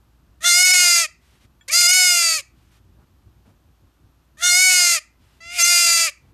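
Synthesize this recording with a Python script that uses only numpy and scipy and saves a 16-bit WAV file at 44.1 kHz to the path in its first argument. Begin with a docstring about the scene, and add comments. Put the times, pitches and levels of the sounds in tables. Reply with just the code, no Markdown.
"""In a small wooden pen, a goat kid close by bleats four times, in two pairs.
Each cry scoops up, quavers once, crests and sags. The vocal folds snap about 700 times a second and
drive the resonances of nose and throat; they slip into long-short pairs and turn hoarse, and the
resonances climb as the mouth opens. The boards return a short echo. Between the cries one hears
a low rumble, a faint hum and a little shuffling."""
import sys
import numpy as np
from scipy import signal
from scipy.fft import rfft, irfft
from scipy.io import wavfile
from scipy.ndimage import uniform_filter1d, minimum_filter1d

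SR = 44100
rng = np.random.default_rng(int(sys.argv[2]) if len(sys.argv) > 2 else 0)


def file_out(sig):
    """Save sig as 16-bit WAV at sys.argv[1]."""
    # one column per channel
    cols = np.atleast_2d(sig).T
    # limit, then scale
    lim = np.clip(cols, -1, 1)
    pcm = np.round(lim * 32767).astype(np.int16)
    wavfile.write(sys.argv[1], SR, pcm)


N = 279192

# The cries, one a row, each in four groups:
# timing (start [s], burst into full voice [s], end [s]),
# tune (crest [s], crest [Hz], sag [Hz/s], quaver [s], quaver scale [Hz], scoop [Hz], final drop [Hz]),
# strength (low formants [dB], upper formants [dB], overtone [dB], lead-in [dB], upper fade [dB]),
# manner (mouth opens [s], opening [0-1], hoarseness [0-1], early rasp [0-1], doubling onset [s])
CRIES = [((.403, .444, 1.0693), (.685, 733, 215, .492, 32, 77, 56), (-12, -9.5, -25, -34, 2.5),
         (.51, .62, .16, 0.23, .66)), ((1.678, 1.722, 2.4164), (1.983, 738, 312, 1.825, 37, 148, 80),
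         (-13.5, -10, -18, -9, 9.5), (1.69, .7, 0.29, .2, 2.2)), ((4.368, 4.428, 4.997),
         (4.648, 743, 270, 4.488, 27, 90, 65), (-13, -11.5, -29.5, -35.5, 0),
         (4.505, 0.59, 0.27, .02, 4.71)), ((5.402, 5.585, 6.106), (5.66, 703, 119, 5.587, 50, 18, 82),
         (-16.5, -11, -22, -27, 4), (5.41, 0.69, 0.5, .05, 5.52))]
# Resonances of the nose (first row) and throat:
# (mouth narrow [Hz], half open [Hz], wide [Hz], bandwidth [Hz], relative level [dB])
FORMANTS = [(1350, 1300, 1400, 410, -18), (1680, 2200, 2607, 330, -0.5), (3290, 4950, 4750, 530, 8.5),
            (6300, 6610, 6760, 1200, 8), (8700, 8550, 8500, 800, 1.5), (12900, 12000, 12300, 3300, -1)]
# The folds lock briefly into a piercing tone: (centre [s], length [s], frequency [Hz], level [dB])
VOICE_CRACKS = [(.641, .016, 5050, -9.5), (.726, 0.019, 5120, -9), (1.704, .012, 2440, -27),
                (1.879, .017, 4900, -8.5), (1.923, .013, 6600, -13), (5.636, 0.018, 6200, -9)]
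# Modes of the mouth after a click: (frequency [Hz], relative level [dB], t60 [s])
CLICK_MODES = [(657, -23, 0.1), (1464, -6, 0.091), (1771, 3.5, .06), (2280, -1.5, .06), (2659, -8, .07),
               (3338, 2, 0.0791), (7200, -2, 0.084)]
# Reflections from the nearest boards: (delay [s], level [dB])
BOARD_ECHOES = [(.0009, -17), (.0019, -10), (.0034, -10)]
# Reverberation time of the pen: (frequency [Hz], t60 [s])
PEN_DECAY = [(500, .22), (2300, 0.35), (3300, .22), (5000, 0.26), (9000, .22), (13000, .17)]
# Soft shuffling movements: (time [s], length [s], scrape level [dB], bump level [dB])
SHUFFLE_EVENTS = [(1.173, 0.26, -63, -69), (1.396, 0.077, -61.5, -60), (2.52, 0.23, -69, -77),
                  (2.697, .11, -62.5, -70), (2.969, 0.09, -75, -53), (3.437, 0.099, -69, -51.5),
                  (5.165, 0.28, -65.5, -65), (6.193, 0.21, -72.5, -56.5)]
# Noise spectra of scrape, bump and background: (frequency [Hz], relative spectral density [dB])
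SCRAPE_SPECTRUM = [(200, -13), (1400, -2), (2800, -1), (4500, -5.5), (13000, -14.5)]
BUMP_SPECTRUM = [(25, -25), (80, 10.5), (220, -1), (500, -13), (1400, -17), (3000, -46)]
BACKGROUND_SPECTRUM = [(15, -51.5), (25, -17.5), (40, -12.5), (64, -4), (101, -5.5), (200, -15.5),
                       (339, -17.5), (441, -26.5), (786, -27), (1230, -27), (2140, -36), (2780, -34.5),
                       (6130, -40), (10400, -44.5), (13500, -37.5)]


def bleat(timing, tune, strength, manner, jitter=.0026, crack_rise=.012, crack_dip_db=-7):
    """Source and filter: the folds drive the throat, and a few clean partials ring through the rasp."""
    t = np.arange(timing[0], timing[-1], 1 / SR)
    hz, sag = pitch(t, timing, *tune)
    low_db, upper_db, overtone_db = loudness(t, timing, sag, *strength)
    mouth = mouth_opening(t, timing, *manner[:2])
    locks = cracks(t)
    locked = locks.sum(axis=0)
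    hoarse, doubling = (1 - locked) * strain(t, timing, tune[0], sag, *manner[2:])
    cycles = np.cumsum(hz * (1 + jitter * wander(len(t), 46) + crack_rise * locked)) / SR
    edge_hz = 8000 + 2500 * mouth  # a wide mouth lets out more treble
    edge_hz *= np.clip(1 + .009 * (upper_db - upper_db.max()), .5, 1)  # a soft voice has less
    source = -butter(vocal_folds(t, cycles, hoarse, doubling, edge_hz), 1050, "high", order=5)
    low, upper = throat(source, mouth)
    voice = gain_of(low_db) * low + gain_of(upper_db + crack_dip_db * locked) * upper
    # the seventh harmonic sits on the strongest formant
    voice += gain_of(overtone_db) * mouth * (1 - locked) * partial(cycles, 7)
    for lock, (s, _, tone_hz, db) in zip(locks, VOICE_CRACKS):
        harmonic = round(tone_hz / np.interp(s, t, hz))
        voice += lock * gain_of(db) * partial(cycles, harmonic)
    # the fundamental saturates once the folds swing fully, and fades in a crack
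    swing = np.tanh(gain_of(low_db + 20)) * (1 - .8 * locked)
    growl = resonate(rng.standard_normal(len(t)), hz / 2, width_hz=360)  # blurred, an octave below
    growl = unit_rms(resonate(growl, hz / 2, width_hz=360))
    voice += swing * (gain_of(-36.5) * partial(cycles, .99) + gain_of(-57) * growl)
    return t[0], voice * signal.windows.tukey(len(t), .02)


def vocal_folds(t, cycles, hoarse, doubling, edge_hz, puff_cycles=.24):
    """Glottal excitation: one sharp pulse a cycle, followed by a puff of turbulent air."""
    n = len(t)
    hz = np.gradient(cycles) * SR
    # rasp and doubling come and go in short patches
    rasp = hoarse * np.clip(1 + .3 * wander(n, 22), .3, 1.6)
    alternation = doubling * np.clip(1 + .5 * wander(n, 30), 0, 1.7) * np.cos(np.pi * cycles)
    # pulses come alternately early and late, and at random when hoarse
    jitter = rasp * (.004 * wander(n, 400) + .03 * hoarse * wander(n, 60))
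    cycles = cycles + .018 * alternation + jitter
    pulses = sum(np.cos(2 * np.pi * k * cycles) / np.sqrt(1 + (k * hz / edge_hz) ** 8)
                 for k in range(1, 25))
    shimmer = 1 + .05 * alternation + .11 * rasp * wander(n, 90)
    closure = 1 - .8 * hoarse ** 6  # pulses give way to air when the folds barely close
    puffs = unit_rms((.2 + np.exp(-(cycles % 1) / puff_cycles)) * rng.standard_normal(n))
    air = butter(puffs, 3900, "high", order=2)
    air = butter(air, 10500, "low", order=3)
    return unit_rms(pulses) * shimmer * closure + rasp * air


def throat(source, mouth):
    """Cavity resonance: fluttering formants move with the mouth; a low and an upper group at rms 1."""
    bands = []
    for (*centres_hz, width_hz, db), flutter_db in zip(FORMANTS, np.linspace(1.14, 2, len(FORMANTS))):
        hz = np.interp(mouth, [0, .5, 1], centres_hz)
        gain = gain_of(db + flutter_db * wander(len(source), 48))
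        bands.append(gain * resonate(source, hz, width_hz))
    nose, lowest, *upper = bands
    return steady_rms(nose + lowest), steady_rms(sum(upper))


def pitch(t, timing, crest_s, crest_hz, sag_hz_per_s, quaver_s, quaver_hz, scoop_hz, drop_hz):
    """Frequency modulation: an arch with scoop, quaver and drop; also its sag below the crest in Hz."""
    start, _, end = timing
    rounding_s = .058
    sag = sag_hz_per_s * (np.hypot(t - crest_s, rounding_s) - rounding_s)
    u = (t - quaver_s) / .051
    quaver = quaver_hz * u * bell(u)
    scoop = scoop_hz * bell((t - start) / .037)
    drop = drop_hz * step((t - end + .03) / .007)
    return crest_hz - sag - quaver - scoop - drop, sag


def loudness(t, timing, sag, low_db, upper_db, overtone_db, lead_db, fade_db):
    """Amplitude envelopes in dB: the upper formants and overtone burst in later and die sooner."""
    start, burst, end = timing
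    dull_lead_db, release_db, sag_db_per_hz = -15.5, -31, .136
    leading = step((burst - t) / .007)
    swell = leading * np.interp(t, [start, burst], [lead_db, -11])
    spent = np.clip((t - burst) / (end - burst), 0, 1)
    low = swell - sag_db_per_hz * sag + release_db * np.exp((t - end) / .0054)
    upper = swell + leading * dull_lead_db - fade_db * spent ** 2 + release_db * np.exp((t - end) / .024)
    return low_db + low, upper_db + upper, overtone_db + upper


def mouth_opening(t, timing, open_s, extent):
    """Articulation (0 narrow, 1 wide): the mouth opens, holds, and gapes wider as the air runs out."""
    gape = .14 * bell((t - timing[-1] + .26) / .038)
    return np.clip(extent * step((t - open_s) / .025) + gape, 0, 1)


def strain(t, timing, crest_s, sag, hoarse, early_rasp, doubling_s, hoarse_per_hz=.0042):
    """Nonlinear vibration: hoarseness grows with the sag and at both ends; period doubling sets in."""
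    _, burst, end = timing
    attack = .7 * step((burst - t) / .008)
    attack += early_rasp * step((crest_s - .028 - t) / .015)  # clears just before the crest
    release = .4 * np.exp((t - end) / .04)
    rough = np.clip(hoarse + hoarse_per_hz * sag + attack + release, 0, 1)
    rough *= 1 - .82 * step((burst - .068 - t) / .007)  # a slow lead-in stays nearly clean
    doubling = .2 + .6 * step((t - doubling_s) / .012)
    return np.array([rough, doubling])


def cracks(t):
    """Mode locking: how firmly each crack holds the folds (0-1), one row a crack."""
    return np.array([bell((2 * (t - s) / length) ** 2) for s, length, *_ in VOICE_CRACKS])


def mouth_click(level_db=-41):
    """Free vibration: a tiny click rings in the damped modes of the mouth."""
    t = np.arange(SR // 16) / SR
    ring = sum(gain_of(db - 60 * t / t60) * np.sin(2 * np.pi * hz * t) for hz, db, t60 in CLICK_MODES)
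    return gain_of(level_db) * ring / abs(ring).max() * signal.windows.tukey(len(t), .1)


def board_echoes(voice, sway=.044):
    """Comb filtering: near echoes of the treble interfere with the voice and shift as the head moves."""
    t = np.arange(N) / SR
    treble = butter(voice, 4100, "high", order=2)
    return sum(gain_of(db) * np.interp(t - delay * (1 + sway * wander(N, 3.7)), t, treble)
               for delay, db in BOARD_ECHOES)


def pen_reverberation(voice):
    """Reverberation: dense reflections from the boards decay exponentially, each band at its own rate."""
    reflections = rng.standard_normal(SR // 2) * (np.arange(SR // 2) > SR // 250)
    hz, t, bands = signal.stft(reflections, SR, nperseg=256)
    decay = gain_of(-60 * t / at_frequency(PEN_DECAY, hz)[:, None])
    _, tail = signal.istft(bands * decay, SR, nperseg=256)
    return signal.fftconvolve(voice, tail / np.linalg.norm(tail))[:N]


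def shuffling():
    """Friction noise: short swells of scraping with a dull bump under them."""
    out, scrape, bump = np.zeros(N), noise(SCRAPE_SPECTRUM), noise(BUMP_SPECTRUM)
    for s, length, scrape_db, bump_db in SHUFFLE_EVENTS:
        blend = gain_of(scrape_db) * scrape + gain_of(bump_db) * bump
        part = blend[round(s * SR):][:round(length * SR)]
        add(out, s, part * signal.windows.tukey(len(part), .6))
    return out


def background(noise_db=-58.5, swell_db=3.5, crossover_hz=400, hum_hz=59, hum_db=-61.5):
    """Random modulation: a rumble swells and a hum wavers in pitch beneath a faint, steady hiss."""
    hum = partial(np.cumsum(hum_hz + 2 * wander(N, 12)) / SR, 1)
    swell = gain_of(swell_db * wander(N, 6.8))
    rumble = swell * butter(noise(BACKGROUND_SPECTRUM), crossover_hz, "low", order=2)
    hiss = butter(noise(BACKGROUND_SPECTRUM), crossover_hz, "high", order=2)
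    return gain_of(noise_db) * (rumble + hiss) + gain_of(hum_db) * hum


def resonate(x, hz, width_hz):
    """A damped resonator of gain 1 whose centre follows the curve hz."""
    carrier = np.exp(2j * np.pi * np.cumsum(hz) / SR)
    pole = np.exp(-np.pi * width_hz / SR)
    return 2 * (carrier * signal.lfilter([1 - pole], [1, -pole], x / carrier + 1e-18)).real


def partial(cycles, multiple):
    """A sinusoid of rms 1 at a multiple of the fundamental."""
    return np.sqrt(2) * np.sin(2 * np.pi * multiple * cycles)


def noise(spectrum):
    """Spectral shaping of white noise, at rms 1."""
    gains = gain_of(at_frequency(spectrum, np.fft.rfftfreq(N, 1 / SR)))
    return unit_rms(irfft(rfft(rng.standard_normal(N)) * gains, N))


def wander(count, hz):
    """Random motion of rms 1, low-passed at hz."""
    return unit_rms(butter(rng.standard_normal(count), hz, "low", order=2))


def butter(x, hz, kind, order):
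    """A maximally flat low-pass or high-pass."""
    return signal.sosfilt(signal.butter(order, hz, kind, fs=SR, output="sos"), x)


def at_frequency(table, hz):
    """Interpolation on a log-frequency axis."""
    frequencies, values = np.transpose(table)
    return np.interp(np.log(hz + 1), np.log(frequencies + 1), values)


def gain_of(db):
    """Decibels to an amplitude ratio."""
    return 10 ** (np.asarray(db) / 20)


def unit_rms(x):
    """Normalisation to rms 1 overall."""
    return x / np.sqrt(np.mean(x ** 2) + 1e-20)


def steady_rms(x):
    """Normalisation to rms 1 from moment to moment."""
    power = uniform_filter1d(uniform_filter1d(x ** 2, size=600), size=600)
    return x / np.sqrt(abs(power) + 1e-20)


def step(u):
    """A logistic step from 0 to 1 around u = 0."""
    return .5 + .5 * np.tanh(u / 2)


def bell(u):
    """A bell curve of height 1 around u = 0."""
    return np.exp(-u ** 2)


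def add(mix, s, sound):
    """Superposition of a sound on the mix at second s."""
    part = mix[round(s * SR):][:len(sound)]
    part += sound[:len(part)]


def scene(reverb_db=-23):
    """Superposition of the kid, its echoes, shuffling and background, alike in both channels."""
    kid = np.zeros(N)
    for cry in CRIES:
        add(kid, *bleat(*cry))
    add(kid, 1.609, mouth_click())  # just before the second bleat
    mono = kid + board_echoes(kid) + gain_of(reverb_db) * pen_reverberation(kid)
    mono = mono + shuffling() + background()
    return np.array([mono, mono])


def record(dry, threshold_db=-22.5, duck_share=.31, recovery_db_per_s=35.5, ceiling=.95, top_hz=13650):
    """Dynamic compression: gain control ducks all during a bleat; a peak limiter and low-pass follow."""
    power_db = 10 * np.log10(abs(uniform_filter1d(dry[0] ** 2, size=400)) + 1e-12)
    recovery_db = recovery_db_per_s * np.arange(N) / SR
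    held_db = np.maximum.accumulate(power_db + recovery_db) - recovery_db
    excess_db = np.maximum(held_db - threshold_db, 0)
    ducked = dry / gain_of(duck_share * uniform_filter1d(excess_db, size=200))
    allowed_gain = ceiling / np.maximum(abs(ducked).max(axis=0), ceiling)
    limiter_gain = uniform_filter1d(minimum_filter1d(allowed_gain, size=241), size=241)
    low_pass = signal.firwin(511, top_hz, window=("kaiser", 9), fs=SR)
    return signal.oaconvolve(ducked * limiter_gain, low_pass[None], "same")


dry = scene()
out = record(dry)
file_out(out)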